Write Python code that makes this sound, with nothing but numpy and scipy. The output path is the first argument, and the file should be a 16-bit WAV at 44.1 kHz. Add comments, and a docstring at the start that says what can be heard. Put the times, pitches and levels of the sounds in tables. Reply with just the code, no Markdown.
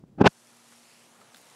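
"""A garden hose sprays a lawn some way off: nozzle hiss, small drop impacts and water landing on grass,
coloured by a reflection from nearby wood, over an open-air rush and the faint hum of a motor.
At first a finger covers the microphone port and attenuates all this. It taps, rustles dully, bumps and
slides off in quick stick-slip rubs, the last brightest as the port opens.
Then the hiss of the water is heard, with a few small handling ticks from the case."""
import sys
import numpy as np
from scipy.fft import rfft, irfft, next_fast_len
from scipy.io import wavfile
from scipy.ndimage import uniform_filter1d, map_coordinates

SR = 44100
rng = np.random.default_rng(int(sys.argv[2]) if len(sys.argv) > 2 else 0)


def log_audio(samples):
    """Write samples as a 16-bit WAV file to the path given in sys.argv[1]."""
    # one column per channel
    frames = np.atleast_2d(samples).T
    # limit to full scale, then quantise
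    limited = np.clip(frames, -1, 1)
    pcm = np.round(limited * 32767).astype(np.int16)
    wavfile.write(sys.argv[1], SR, pcm)


N = 68355


# Envelope of the nozzle hiss: time_s, relative_level_db
NOZZLE_ENVELOPE = [(0.33, -63), (0.352, -64), (0.858, -61.5), (1.296, -66), (1.376, -60), (1.392, -61.5),
                   (1.53, -62)]
# Spectrum of the nozzle hiss and drops: frequency_hz, gain_db
NOZZLE_SPECTRUM = [(1000, -29.5), (3500, -11), (5500, -0.5), (8500, -1), (11000, -3.5), (12500, -11.5),
                   (14000, -18.5), (15000, -28), (15600, -42)]
# Envelope of the water landing: time_s, relative_level_db
SPLASH_ENVELOPE = [(.3, -68.5), (.55, -66.5), (.78, -64.5), (.93, -61.5), (1.03, -64), (1.16, -71.5),
                   (1.3, -66.5), (1.38, -65), (1.55, -63.5)]
# Spectrum of the water landing: frequency_hz, gain_db
SPLASH_SPECTRUM = [(300, -23.5), (1200, -5.5), (2200, -0.5), (3000, -0.5), (4500, -2), (6000, -13),
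                   (12000, -29.5)]

def spray(nozzle_trim_db=-.5, drops_db=-4.5, drops_per_s=900):
    """Random impacts sum to broadband noise: fine hiss and drops at the nozzle, lower hiss on the grass."""
    hiss = coloured(rng.standard_normal(N), NOZZLE_SPECTRUM)
    drops = coloured(impulses(drops_per_s, scatter_db=5.5), NOZZLE_SPECTRUM)
    nozzle = amp(curve(NOZZLE_ENVELOPE) + nozzle_trim_db) * (hiss + amp(drops_db) * drops)
    splash = amp(curve(SPLASH_ENVELOPE)) * coloured(rng.standard_normal(N), SPLASH_SPECTRUM)
    return amp(.29 * wobble(14.06)) * (nozzle + splash)


# Lag of the reflection from a wooden post and rail passing by: time_s, delay_s
REFLECTION_DELAY = [(.3, .0011), (.62, .0012), (.74, .001), (.85, .00043), (1.0, .00039), (1.1, .00031),
                    (1.2, .00024), (1.32, .00035), (1.55, .0006)]

def wood_reflection(direct, near_share=.3, near_delay_s=.00042):
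    """Comb filtering: a reflection interferes with the direct sound; its changing delay sweeps the comb."""
    delay_s = curve(REFLECTION_DELAY)
    share = near_share * near_delay_s / np.maximum(delay_s, near_delay_s)  # weaker when farther
    reflected = map_coordinates(direct, [(clock() - delay_s) * SR])
    return (direct + share * reflected) / np.sqrt(1 + share ** 2)


# Finger strokes: crest_s, level_db, swell_s, hold_s, release_s, crest_cutoff_hz, opening_octaves_per_s
RUB_STROKES = [(.186, -39, .014, .014, .008, 130, 20), (.2125, -15.5, .023, .008, .011, 340, 55),
               (.243, -18.5, .009, .009, .012, 400, 57), (.2625, -10.8, .028, .013, .006, 1700, 75)]
# Spectrum of skin friction: frequency_hz, gain_db
FRICTION_SPECTRUM = [(25, -21), (70, -18), (130, -4), (250, -7), (500, -1), (1000, -5), (2000, -9.5),
                     (3500, -10), (6000, -11.5), (9000, -23), (15000, -31)]
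# Resonances of the case: centre_hz, bandwidth_hz, gain_db
CASE_MODES = [(375, 80, -1), (790, 150, 0), (1330, 200, 0), (1540, 100, 1), (2550, 200, 3)]

def rubs(slips_per_s=9000, swell_db=33, release_db=30.5):
    """Stick-slip friction: tiny jerks of skin excite the case, louder and brighter until it lets go."""
    t, out = clock(), np.zeros(N)
    for crest_s, level_db, swell_s, hold_s, release_s, crest_cutoff_hz, octaves_per_s in RUB_STROKES:
        slips = coloured(impulses(slips_per_s, scatter_db=2), FRICTION_SPECTRUM)
        ringing = filtered(slips, lambda f: 1 + resonances(CASE_MODES, f))
        age = t - crest_s
        sweep_s = np.clip(age, -swell_s, 0) + .3 * np.clip(age, 0, hold_s)  # slower after the crest
        cutoff_hz = crest_cutoff_hz * 2 ** (octaves_per_s * sweep_s)
        rise_db = swell_db * np.minimum(age, 0) / swell_s
        fall_db = release_db * np.maximum(age - hold_s, 0) / release_s
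        out += amp(level_db + rise_db - fall_db) * steady(muffled(ringing, cutoff_hz))
    return out


def muffled(x, cutoff_hz, order=1.6):
    """The covered port is a low-pass filter; its cutoff moves by cross-fading filters an octave apart."""
    corners_hz = 125 * 2. ** np.arange(6)
    octave = np.interp(np.log(cutoff_hz), np.log(corners_hz), np.arange(len(corners_hz)))
    dulled = [filtered(x, lambda f: np.hypot(1, f / corner) ** -order) for corner in corners_hz]
    return sum(np.maximum(0, 1 - abs(octave - k)) * band for k, band in enumerate(dulled))


# Soft bumps of the fingertip: start_s, peak_db, pitch_hz
FINGER_BUMPS = [(0.0369, -39, 160), (.176, -35, 170), (.183, -30, 270), (.2, -21, 280), (.2115, -4, 255),
                (.2215, -13, 230), (.241, -12, 220), (.2625, -11, 160), (.278, -21, 160)]

def bumps(rise_s=.0015, t60_s=.024):
    """Damped oscillation: each bump pushes the air trapped at the port, which swings a few times."""
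    out = np.zeros(N)
    for start_s, peak_db, pitch_hz in FINGER_BUMPS:
        age = np.maximum(clock() - start_s, 0)
        attack = 1 - np.exp(-(age / rise_s) ** 2)
        decay = np.exp(-np.log(1000) * age / t60_s)
        out += at_peak(np.sin(2 * np.pi * pitch_hz * age) * attack * decay, peak_db)
    return out


# Handling ticks: start_s, peak_db, pitch_hz, burst_t60_s
GRIP_TICKS = [(0.7218, -47, 1200, .028), (.731, -51, 1200, .02), (1.214, -45, 1275, .035),
              (1.3443, -43, 1450, .018), (1.3447, -42.5, 3350, .016), (1.3454, -42, 4150, .016),
              (1.36, -41, 3600, 0.006), (1.469, -46, 4390, .01), (1.4993, -46.5, 4100, .012)]
# Thin crackles: start_s, peak_db
GRIP_CRACKLES = [(1.3692, -39.5), (1.375, -41), (1.3805, -45), (1.415, -45)]

def ticks(ring_width_hz=260, crack_q=.9, crack_db=-11):
    """Impulse excitation: the shifting grip draws resonant ticks and broadband crackles from the case."""
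    out = np.zeros(N)
    for start_s, peak_db, pitch_hz, t60_s in GRIP_TICKS:
        modes = [(pitch_hz, ring_width_hz, 0), (pitch_hz, pitch_hz / crack_q, crack_db)]
        cutoff_hz = 1.8 * pitch_hz
        tick = filtered(burst(start_s, t60_s), lambda f: resonances(modes, f) / (1 + 1j * f / cutoff_hz))
        out += at_peak(tick, peak_db)
    for start_s, peak_db in GRIP_CRACKLES:
        out += at_peak(burst(start_s, t60_s=.005), peak_db)
    return out


# Spectrum of the fingertip's light first tap: frequency_hz, gain_db
TAP_SPECTRUM = [(40, -19.5), (200, 0), (1200, -8.5), (1700, -26), (3000, -42), (12000, -53)]

def tap():
    """A brief impact has a broad spectrum; the covered port attenuates its treble."""
    click = coloured(burst(start_s=.0388, t60_s=.003), TAP_SPECTRUM)
    return at_peak(click, peak_db=-43)


# Spectrum of the finger resting on the port: frequency_hz, gain_db
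RUSTLE_SPECTRUM = [(25, -14), (60, -5), (130, 1), (280, -6), (500, -18), (1000, -29), (2500, -38),
                   (7000, -41.5), (15000, -50.5)]

def rustle(level_db=-57):
    """Contact noise: the resting finger makes a dull, wavering rustle."""
    return amp(level_db + 1.5 * wobble(49)) * coloured(rng.standard_normal(N), RUSTLE_SPECTRUM)


# Envelope of the open-air rush: time_s, level_db
AIR_ENVELOPE = [(.3, -66), (.5, -63.5), (.75, -62.5), (1.0, -62), (1.22, -59), (1.4, -60), (1.55, -58.5)]
# Spectrum of the open-air rush: frequency_hz, gain_db
AIR_SPECTRUM = [(25, -21), (65, -20), (115, -2.5), (175, 2.5), (300, -1.5), (700, 1), (1300, -1.5),
                (2000, -7), (4000, -14), (10000, -30)]

def open_air():
    """Ambient noise: a continuous spectrum, strongest in the low and middle frequencies."""
    return amp(curve(AIR_ENVELOPE) + .5 * wobble(12)) * coloured(rng.standard_normal(N), AIR_SPECTRUM)


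# Partials of the motor: pitch_hz, relative_level_db
MOTOR_PARTIALS = [(118.4, -82), (236.5, -69.5), (350, -80)]
# Envelope shared by the partials: time_s, gain_db
MOTOR_ENVELOPE = [(.3, -7), (.45, 0), (.52, -2), (.62, 1), (.85, 1.5), (.92, -2), (1.03, .5), (1.2, -2),
                  (1.3, -7), (1.55, -7)]

def motor_hum():
    """Periodic vibration: a distant motor radiates near-harmonic partials, wavering in level and phase."""
    hum = np.zeros(N)
    for pitch_hz, level_db in MOTOR_PARTIALS:
        amplitude = np.sqrt(2) * amp(level_db + 1.5 * wobble(11))
        hum += amplitude * np.sin(2 * np.pi * pitch_hz * clock() + .4 * wobble(7.3))
    return amp(curve(MOTOR_ENVELOPE)) * hum


def amp(db):
    """Amplitude ratio of a level in decibels."""
    return 10 ** (np.asarray(db) / 20)


def at_peak(x, peak_db):
    """Peak normalisation to a given level."""
    return amp(peak_db) * x / abs(x).max()


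def steady(x, window_samples=500):
    """Normalisation to a running rms of 1."""
    return x / np.sqrt(abs(uniform_filter1d(x ** 2, window_samples)) + 1e-9)


def clock():
    """Time of each sample in seconds."""
    return np.arange(N) / SR


def curve(rows):
    """Linear interpolation of (time_s, value) rows at each sample."""
    return np.interp(clock(), *np.transpose(rows))


def wobble(knots_per_s):
    """Random modulation: a spline through Gaussian knots."""
    return map_coordinates(rng.standard_normal(int(N * knots_per_s / SR) + 4), [clock() * knots_per_s])


def impulses(rate_per_s, scatter_db):
    """Shot noise: impulses of random time, sign and size."""
    hits = rng.random(N) < rate_per_s / SR
    return hits * rng.choice([-1, 1], N) * amp(scatter_db * rng.standard_normal(N))


def burst(start_s, t60_s):
    """White noise with a sudden onset and exponential decay."""
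    age = clock() - start_s
    return (age >= 0) * np.exp(-np.log(1000) * abs(age) / t60_s) * rng.standard_normal(N)


def filtered(x, response):
    """Linear filtering: the spectrum times a frequency response."""
    size = next_fast_len(N + 8192)
    return irfft(rfft(x, size) * response(np.fft.rfftfreq(size, 1 / SR)), size)[:N]


def coloured(x, spectrum):
    """Spectral shaping by (frequency_hz, gain_db) rows, scaled to rms 1."""
    frequency_hz, gain_db = np.transpose(spectrum)
    shaped = filtered(x, lambda f: amp(np.interp(np.log(f + 1), np.log(frequency_hz), gain_db)))
    return shaped / np.sqrt(np.mean(shaped ** 2) + 1e-20)


def resonances(modes, f):
    """Modal superposition: summed response of (centre_hz, bandwidth_hz, gain_db) resonators."""
    return sum(amp(db) * 1j * f * width / (hz * hz - f * f + 1j * f * width) for hz, width, db in modes)


def scene(uncover_s=.258, opening_s=.02, seal_db=-33.5):
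    """Insertion loss: the finger attenuates the garden until the port opens; contact sounds add on top."""
    covered = 1 - np.clip((clock() - uncover_s) / opening_s, 0, 1)
    garden = (wood_reflection(spray()) + open_air() + motor_hum()) * amp(seal_db * covered)
    return (garden + covered * rustle() + tap() + rubs() + bumps() + ticks())[None]


def record(dry, ceiling=.72, low_cut_hz=35, top_hz=15700):
    """Saturation and band limiting: the microphone rounds peaks, thins deep bass and cuts the top treble."""
    rounded = dry[0] / (1 + abs(dry[0] / ceiling) ** 8) ** (1 / 8)
    return filtered(rounded, lambda f: (f < top_hz) * (1j * f / (low_cut_hz + 1j * f)) ** 2)[None]


dry = scene()
out = record(dry)
log_audio(out)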